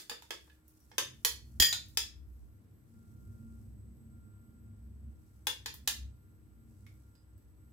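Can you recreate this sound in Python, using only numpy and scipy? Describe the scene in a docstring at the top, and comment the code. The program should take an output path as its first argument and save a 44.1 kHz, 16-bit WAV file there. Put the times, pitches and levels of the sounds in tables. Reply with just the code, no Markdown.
"""A clack of spoon on bowl is dying away as we begin, and more clacks soon follow in a quiet kitchen.
A steel spoon scoops dressing from a small hand-held ceramic bowl: each clack is a crowd of short sines.
Two quick knocks on the free rim add longer ringing sines, and sliding over the glaze is grainy noise.
Behind it, distant traffic rumbles in the room's low resonances (wavering tones and low noise),
appliances whine faintly (narrow tones), and steady noise makes the air and hiss."""
import sys
import numpy as np
from scipy import signal
from scipy.fft import rfft, irfft
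from scipy.io import wavfile
from scipy.ndimage import uniform_filter1d

SR = 44100
rng = np.random.default_rng(int(sys.argv[2]) if len(sys.argv) > 2 else 0)


def dump_mix(stems):
    """Bounce the given channels to the path in sys.argv[1] as a 16-bit WAV at rate SR."""
    frames = np.atleast_2d(stems).T  # one column per channel
    limited = np.clip(frames, -1, 1)  # hard clip at full scale
    pcm = np.round(limited * 32767).astype(np.int16)
    wavfile.write(sys.argv[1], SR, pcm)


N = 340672   # length in samples
RUN_IN_S = .25   # extra time before the start, so that an earlier tap can leave its tail

# In all tables, t60 is the time a sound takes to fall by 60 dB.
# Room air and microphone hiss: (pitch [Hz], level [dB per Hz]), only the shape counts
AIR_COLOUR = [(20, -49), (46, -23), (74, -24), (160, -26), (300, -30.5), (600, -39), (1200, -41.5),
              (2500, -49), (6000, -57), (9500, -55), (12500, -54), (16000, -58.5)]
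AIR_DB = -71.5
# How alike left and right are: (pitch [Hz], likeness [0 to 1])
LIKENESS = [(60, .92), (290, 0.69), (640, 0.1), (1400, 0.05), (15000, 0)]

# Rumble swells: (time [s], lowest resonance [dB], middle group [dB])
RUMBLE_SWELLS = [(0, -80, -80), (.43, -63, -79), (.73, -70, -76.5), (1.14, -69.5, -61.5),
                 (1.3, -56.5, -66.5), (1.56, -54, -59.5), (1.72, -65, -59), (2.0, -58.5, -65),
                 (2.43, -47.5, -63.5), (2.56, -65, -63.5), (2.86, -72, -62.5), (3.35, -53.5, -55),
                 (3.98, -61.5, -57.5), (4.36, -67, -59.5), (5.07, -52.5, -58), (5.28, -64, -64.5),
                 (5.88, -58.5, -62), (6.05, -49.5, -59.5), (6.16, -62.5, -64), (6.85, -60, -61),
                 (7.25, -69.5, -70), (7.36, -59, -64), (7.72, -62, -65)]
# Room resonances in a lowest, middle and upper group: (pitch [Hz], width [Hz], level on top of the swell [dB])
ROOM_RESONANCES = ([(66.1, 10, 3)], [(88.8, 4.1, -3.5), (100.7, 10.9, 0.5), (126.3, 13, -4.5)],
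                   [(204.1, 31, -3.5), (228, 7.2, -1), (335, 4.9, -20.5)])
# Broad part of the rumble: (pitch [Hz], level [dB per Hz]), only the shape counts
WASH_COLOUR = [(20, -21), (50, -2.5), (160, -2.5), (300, -5.5), (600, -22), (1200, -42), (4000, -81)]
# The wash and the upper group swing with the middle group, by this many dB per dB around a pivot
SWELL_PIVOT_DB = -62.5
WASH_FOLLOWS, WASH_DB = 0.63, -67
UPPER_FOLLOWS, UPPER_DB = 1.8, -70.5

# Appliance whines, lowest first: (pitch [Hz])
WHINE_HZ = (312, 1395, 7973, 12392)
WHINE_WIDTH_HZ = (5, 3, 40, 10)
WHINE_LAG_RAD = (.2, 2.0, 1.5, 1.5)   # phase step between left and right
LOWEST_WHINE_DB, HIGHEST_WHINE_DB = -75.5, -84
# The second whine comes and goes: (start [s], length [s], level [dB])
SECOND_WHINE_SPELLS = [(2.95, 0.6, -77.5), (4.13, 0.66, -77), (6.1, 0.83, -85.5), (6.92, 0.27, -81),
                       (7.62, .2, -80)]
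SECOND_WHINE_REST_DB, SECOND_WHINE_RISE_S, SECOND_WHINE_FALL_S = -87.5, 0.05, .1
# Slow swell of the third whine: (time [s], level [dB])
THIRD_WHINE_SWELL = [(0, -88), (2.2, -91), (3.4, -83), (4.3, -79.5), (5.1, -85.5), (7.72, -83.5)]

# Soft rustle of spoon and hands moving: (start [s], length [s], level [dB])
SLIDES = [(0, 0.49, -71.5), (.68, 0.86, -73), (1.8, 0.23, -69.5), (2.3, 0.16, -81.5), (2.88, 0.75, -78),
          (5.22, 0.75, -78), (6.7, 0.32, -77.5)]
# Colour of the rustle: (pitch [Hz], level [dB per Hz]), only the shape counts
SLIDE_COLOUR = [(590, -40), (1000, -28.5), (1190, -19), (1690, -6.5), (3570, -4), (4240, 1.5), (5650, 5.5),
                (15500, 5)]
SLIDE_REST_DB, SLIDE_RISE_S, SLIDE_FALL_S = -84, 0.031, .15

# The table top jolted by the hardest knock: (pitch [Hz], level [dB], t60 [s])
JOLT_MODES = [(67.4, -23.5, 0.077), (240, -27, 0.022)]
JOLT_S = 1.601

# Rim modes of the bowl, many split in pairs: (pitch [Hz])
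RIM_HZ = (1865, 1925, 3227, 3357, 4862, 4908, 5290, 6771, 6859, 8974, 10800, 11980, 12986, 14285, 14644,
          14686)
# How each of those modes rings: (level within a knock [dB], t60 before the touch [s])
RIM_RING = [(-19.5, 0.3), (-18.5, 0.15), (-7, 0.25), (-10, 0.1), (-10.5, 0.26), (-19, 0.4), (-18.5, 0.14),
            (-22, 0.51), (-11, 0.18), (-22.5, .2), (-17.5, 0.078), (-18.5, 0.32), (-18.5, 0.48),
            (-20, 0.16), (-13.5, .16), (-18.5, 0.18)]
# Decay added once the spoon touches the rim: (pitch [Hz], t60 [s])
TOUCH_DAMPING = [(3300, .05), (4900, 0.94), (7000, .2)]
KNOCK_S, KNOCK_DB = (1.600, 1.623), (-17, -21)
TOUCH_S = 1.728   # the spoon lands and damps the ring
# Close weaker modes roughen the ring: spread (share of pitch), level, share of t60
NEIGHBOUR_SHIFT, NEIGHBOUR_DB, NEIGHBOUR_LASTS = .012, -9, .6

# Spoon on bowl, the first heard only as a tail: (time [s], level [dB], left over right [dB],
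# tilt [dB per octave], bow [dB per octave squared],
# lead note pitch [Hz], lead note level within the tap [dB], lead note t60 [s])
TAPS = [(-0.04, -25, -1, 2.5, 1, 4700, -29, .07), (0.096, -23, -0.5, 0.5, -0.5, 4760, -32, 0.042),
        (0.114, -30, -1.5, -7, -1.5, 3500, -29, 0.052), (0.222, -40.5, -2.5, 0, 0.5, 905, -20, 0.076),
        (0.306, -23, -0.5, -1.5, 0, 3365, -20, 0.055), (0.476, -58.5, 1, -6, 0.5, 1640, -10, 0.054),
        (0.498, -48, -4, -10, -15, 1724, -12, 0.052), (0.68, -68.5, -3, 9.5, 3.5, 5560, -28, 0.055),
        (0.802, -69, 1, 4.5, 3, 5620, -4, 0.098), (0.915, -44, -2, -5.5, -0.5, 5560, -17.5, 0.063),
        (0.981, -13, 1, 0.5, 0, 3550, -17.5, 0.058), (1.248, -12, -2, 3, 1, 4390, -31, 0.29),
        (1.599, -11, -8, 3.5, 0, 3140, -22.5, 0.071), (1.622, -7.5, 1.5, 2, -0.5, 4990, -20, 0.066),
        (1.727, -15.5, 1, 1, -1, 3950, -7, 0.016), (1.884, -64.5, -3, 12, 0, 4900, -9, .07),
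        (1.972, -13, 0, 2.5, -0.5, 5166, -17, 0.033), (5.469, -15, 0.5, 0.5, 0.5, 3450, -14, 0.072),
        (5.659, -21.5, -1, 0, -0.5, 3530, -22, 0.041), (5.74, -43.5, -1, 4, 2.5, 3440, -19, .07),
        (5.875, -12, 0.5, 2.5, 0, 3605, -20.5, 0.062), (6.865, -49.5, -2.5, 0, -0.5, 2220, -6.5, 0.042),
        (7.152, -60, -6.5, 0.5, 0.5, 4930, -13.5, .15), (7.378, -71.5, -0.5, 3.5, 4, 4810, -24.5, 0.052)]
# Clack modes damped by hand and sauce: (pitch [Hz], t60 [s])
CLACK_DECAY = [(400, 0.072), (1500, 0.038), (5000, 0.034), (15000, 0.016)]
# An average clack: (pitch [Hz], level within the tap [dB])
CLACK_COLOUR = [(400, -21.5), (600, -22.5), (850, -17.5), (1900, -13), (3500, -12.5), (5400, -13),
                (8000, -16.5), (12500, -15)]
PIVOT_HZ = 3500   # tilt and bow turn about this pitch
HUMP_DB, HUMP_OCTAVES = 6, 0.11   # modes near the lead note are struck harder
# Notes of the held bowl: (pitch [Hz], level within the tap [dB])
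HELD_NOTES = [(480, -31.5), (880, -24), (1750, -22.5), (2550, -26.5), (3520, -20.5), (5000, -24.5),
              (6150, -26.5), (6800, -23.5)]
HELD_T60_S = .04   # the hand damps them
GRIP_SHIFT, GRIP_DB = .015, 2   # spread of their pitch (share) and level from tap to tap

# How the kitchen's echoes die away: (pitch [Hz], t60 [s])
KITCHEN_DECAY = [(300, .4), (800, 0.21), (2100, .3), (5500, 0.281), (14600, 0.2)]
KITCHEN_DB = -1.5   # level of the echo tail
CUTOFF_HZ = 16800   # the recorded treble stops here


def from_db(db):
    """Turns a level in dB into a gain to multiply by."""
    return 10 ** (np.asarray(db) / 20)


def rms_one(x):
    """Scales a sound so that its average strength (rms) is 1."""
    return x / np.sqrt(np.mean(x ** 2) + 1e-20)


def in_time(rows):
    """Joins the points of a time table by straight lines, one curve per column."""
    times, *columns = np.transpose(rows)
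    return [np.interp(np.arange(N) / SR, times, column) for column in columns]


def at_hz(points, hz):
    """Reads a pitch table between its points, with equal steps per octave."""
    table_hz, values = np.transpose(points)
    return np.interp(np.log(hz), np.log(table_hz), values)


def add(out, s, sound):
    """Mixes a sound in at a time in seconds, counted from the end of the run-in."""
    i = round((s + RUN_IN_S) * SR)
    out[:, i:i + sound.shape[1]] += sound[:, :out.shape[1] - i]


def stereo_noise(colour):
    """Makes noise of a given colour, with the room's left-right likeness and rms 1."""
    hz = np.maximum(np.fft.rfftfreq(N, 1 / SR), 10)
    alike = np.clip(at_hz(LIKENESS, hz), -1, 1)
    mid, side = rfft(rng.standard_normal((2, N))) * from_db(at_hz(colour, hz))
    # the side part is added on the left and taken away on the right
    left_right = np.sqrt(1 + alike) * mid + np.sqrt(1 - alike) * side * [[1], [-1]]
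    return rms_one(irfft(left_right, N))


def waver(hz, width_hz, evenness, count):
    """Tones that wander in phase and level; evenness 0 is noise in a resonance, 1 a steady level."""
    step, run_in = 20, 2000   # the wander is drawn at every 20th sample
    r = np.exp(-np.pi * width_hz * step / SR)
    re, im = rng.standard_normal((2, count, N // step + 1 + run_in))
    slow = re + 1j * im
    for _ in range(2):   # smooth it twice
        slow = signal.lfilter([1 - r], [1, -r], slow)
    slow = slow[:, run_in:]
    slow = slow / np.abs(slow) ** np.clip(evenness, 0, 1)
    slow = np.array([np.interp(np.arange(N) / step, np.arange(len(row)), row) for row in slow])
    slow = slow / np.sqrt(np.mean(np.abs(slow) ** 2) / 2)
    return slow * np.exp(2j * np.pi * hz * np.arange(N) / SR)


def spells(rows, rest_db, rise_s, fall_s):
    """Gain that rises from a resting level, holds and falls back for each row."""
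    t = np.arange(N) / SR
    power = from_db(2 * rest_db)
    for s, length, db in rows:
        rise = (t - s) / rise_s + 1
        fall = (s + length - t) / fall_s + 1
        power = power + from_db(2 * db) * np.clip(np.minimum(rise, fall), 0, 1) ** 2
    return np.sqrt(power)


def ring(hz, db, t60, seconds, scatter, touch_s=1, touched_t60=1):
    """Sums dying sines with scattered phases; the higher the pitch, the less alike left and right."""
    t = np.arange(round(seconds * SR)) / SR
    fall = t / t60 + np.maximum(t - touch_s, 0) / touched_t60   # 1 means 60 dB down
    sines = from_db(db) * np.exp(2j * np.pi * hz * t - np.log(1000) * fall)
    common, *sides = scatter * rng.standard_normal((3, len(hz)))
    phases = common + np.minimum(hz[:, 0] / 2500, 1) * np.array(sides)
    attack = np.minimum(t / 0.0012, 1)
    return (np.exp(1j * phases) @ sines).imag * attack


def air():
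    """Room air and microphone hiss: steady noise, strongest at low pitches."""
    return from_db(AIR_DB) * stereo_noise(AIR_COLOUR)


def rumble():
    """Distant traffic excites the room's low resonances, mostly alike on both sides, over a broad wash."""
    low_db, middle_db = in_time(RUMBLE_SWELLS)
    swing_db = middle_db - SWELL_PIVOT_DB
    upper_db = UPPER_DB + UPPER_FOLLOWS * swing_db
    out = from_db(WASH_DB + WASH_FOLLOWS * swing_db) * stereo_noise(WASH_COLOUR)
    for swell_db, group in zip([low_db, middle_db, upper_db], ROOM_RESONANCES):
        for hz, width_hz, db in group:
            common, left, right = waver(hz, width_hz, evenness=0.076, count=3).real
            alike = np.clip(at_hz(LIKENESS, hz), 0, 1)
            both = np.sqrt(alike) * common + np.sqrt(1 - alike) * np.array([left, right])
            out = out + from_db(db + swell_db) * both
    return out


def whines():
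    """Appliances whine in four narrow, slightly unsteady tones, each shifted in phase between the sides."""
    fitful = spells(SECOND_WHINE_SPELLS, SECOND_WHINE_REST_DB, SECOND_WHINE_RISE_S, SECOND_WHINE_FALL_S)
    swelling = from_db(*in_time(THIRD_WHINE_SWELL))
    gains = [from_db(LOWEST_WHINE_DB), fitful, swelling, from_db(HIGHEST_WHINE_DB)]
    out = 0
    for gain, hz, width_hz, lag in zip(gains, WHINE_HZ, WHINE_WIDTH_HZ, WHINE_LAG_RAD):
        tone = waver(hz, width_hz, evenness=.5, count=1) * np.exp(1j * np.array([[0], [lag]]))
        out = out + gain * tone.real
    return out


def slides():
    """Soft rubbing: bright noise whose level jumps about in uneven grains."""
    grains = rms_one(uniform_filter1d(rng.standard_normal(N), size=200))
    rustle = rms_one(from_db(2.5 * grains) * stereo_noise(SLIDE_COLOUR))
    return spells(SLIDES, SLIDE_REST_DB, SLIDE_RISE_S, SLIDE_FALL_S) * rustle


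def jolt():
    """The jolted table top gives a low thud: quickly dying sines that start with a dip."""
    out = np.zeros((2, N + round(RUN_IN_S * SR)))
    hz, db, t60 = np.transpose(JOLT_MODES)[:, :, None]
    add(out, JOLT_S, -ring(hz, db, t60, 0.51, scatter=0))
    return out[:, -N:]


def rim():
    """The rim rings clear until the spoon touches it; each mode beats with two close neighbours."""
    out = np.zeros((2, N + round(RUN_IN_S * SR)))
    hz = np.array(RIM_HZ)[:, None]
    mode_db, t60 = np.transpose(RIM_RING)[:, :, None]
    neighbours_hz = hz * (1 + NEIGHBOUR_SHIFT * rng.standard_normal((2, *hz.shape)))
    hz = np.vstack([hz, *neighbours_hz])
    mode_db = np.vstack([mode_db, mode_db + NEIGHBOUR_DB, mode_db + NEIGHBOUR_DB])
    t60 = np.vstack([t60, t60 * NEIGHBOUR_LASTS, t60 * NEIGHBOUR_LASTS])
    for s, db in zip(KNOCK_S, KNOCK_DB):
        strength_db = db + mode_db + 1.6 * rng.standard_normal(hz.shape)
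        damping = at_hz(TOUCH_DAMPING, hz)
        add(out, s, ring(hz, strength_db, t60, .45, 0.26, TOUCH_S - s, damping))
    return out


def tilt_and_bow(hz, tilt_db, bow_db):
    """Level change in dB that makes one tap brighter, duller or more hollow than another."""
    octaves = np.log2(hz / PIVOT_HZ)
    return tilt_db * octaves + bow_db * octaves ** 2


def clack(tilt_db, bow_db, lead_hz):
    """The crowded modes of spoon and wall die fast; they shift with grip and contact point."""
    grid_hz = np.linspace(350, 15800, 100)[:, None]
    shift, strength = rng.standard_normal((2, len(grid_hz), 1))
    hz = grid_hz + 60 * shift
    mode_db = at_hz(CLACK_COLOUR, hz) + tilt_and_bow(hz, tilt_db, bow_db) - 12.0 + 3.5 * strength
    hump_db = HUMP_DB * np.exp(-.5 * (np.log2(hz / lead_hz) / HUMP_OCTAVES) ** 2)
    return ring(hz, mode_db + hump_db, at_hz(CLACK_DECAY, hz), 0.12, scatter=2.2)


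def bowl_notes(tilt_db, bow_db, lead_hz, lead_db, lead_t60):
    """The held bowl's notes and one lead note stand out, each a close triple that beats roughly."""
    held_hz, held_db = np.transpose(HELD_NOTES)
    shift, strength = rng.standard_normal((2, len(HELD_NOTES)))
    centre_hz = [*held_hz * (1 + GRIP_SHIFT * shift), lead_hz]
    centre_db = [*held_db + tilt_and_bow(held_hz, tilt_db, bow_db) + GRIP_DB * strength, lead_db]
    hz = np.outer(centre_hz, [.975, 1, 1.03]).reshape(-1, 1)
    db = np.add.outer(centre_db, [-8, 0, -7]).reshape(-1, 1)
    t60 = np.repeat([HELD_T60_S] * len(HELD_NOTES) + [lead_t60], repeats=3)[:, None]
    return ring(hz, db, t60, max(2 * HELD_T60_S, lead_t60), scatter=0.9)


def taps():
    """Each touch of spoon on bowl sets off a clack and the bowl's notes, placed left or right by level."""
    out = np.zeros((2, N + round(RUN_IN_S * SR)))
    for s, db, pan_db, tilt_db, bow_db, lead_hz, lead_db, lead_t60 in TAPS:
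        pan = from_db([[db + pan_db / 2], [db - pan_db / 2]])
        add(out, s, pan * clack(tilt_db, bow_db, lead_hz))
        add(out, s, pan * bowl_notes(tilt_db, bow_db, lead_hz, lead_db, lead_t60))
    return out


def kitchen(x):
    """Direct sound plus a dense echo tail: unrelated noise per side, dying band by band."""
    t = np.arange(int(.6 * SR)) / SR
    edges = 250 * 2 ** np.arange(0, 6.1, .5)   # half-octave bands, in Hz
    tail = 0
    for low, high in zip(edges, edges[1:]):
        band_pass = signal.butter(2, [low, high], "band", fs=SR, output="sos")
        band = signal.sosfilt(band_pass, rng.standard_normal((2, len(t))))
        tail = tail + band * from_db(-60 * t / at_hz(KITCHEN_DECAY, np.sqrt(low * high)))
    tail = tail * np.minimum(t / 0.0038, 1)   # the echoes build up over a few ms
    tail = tail / np.sqrt(np.sum(tail ** 2, axis=1, keepdims=True))
    wet = signal.fftconvolve(x, tail, axes=1)[:, :x.shape[1]]
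    return (x + from_db(KITCHEN_DB) * wet)[:, -N:]   # drop the run-in


def scene():
    """Air, rumble, whines, slides and jolt lie under the taps and rim, which alone get the kitchen's echo."""
    background = air() + rumble() + whines()
    return background + slides() + jolt() + kitchen(rim() + taps())


def record(dry):
    """The highest treble droops and is then cut off steeply."""
    droop = signal.sosfilt(signal.butter(4, 15400, fs=SR, output="sos"), dry)
    return signal.sosfilt(signal.cheby2(12, 60, CUTOFF_HZ, fs=SR, output="sos"), droop)


dry = scene()
out = record(dry)
dump_mix(out)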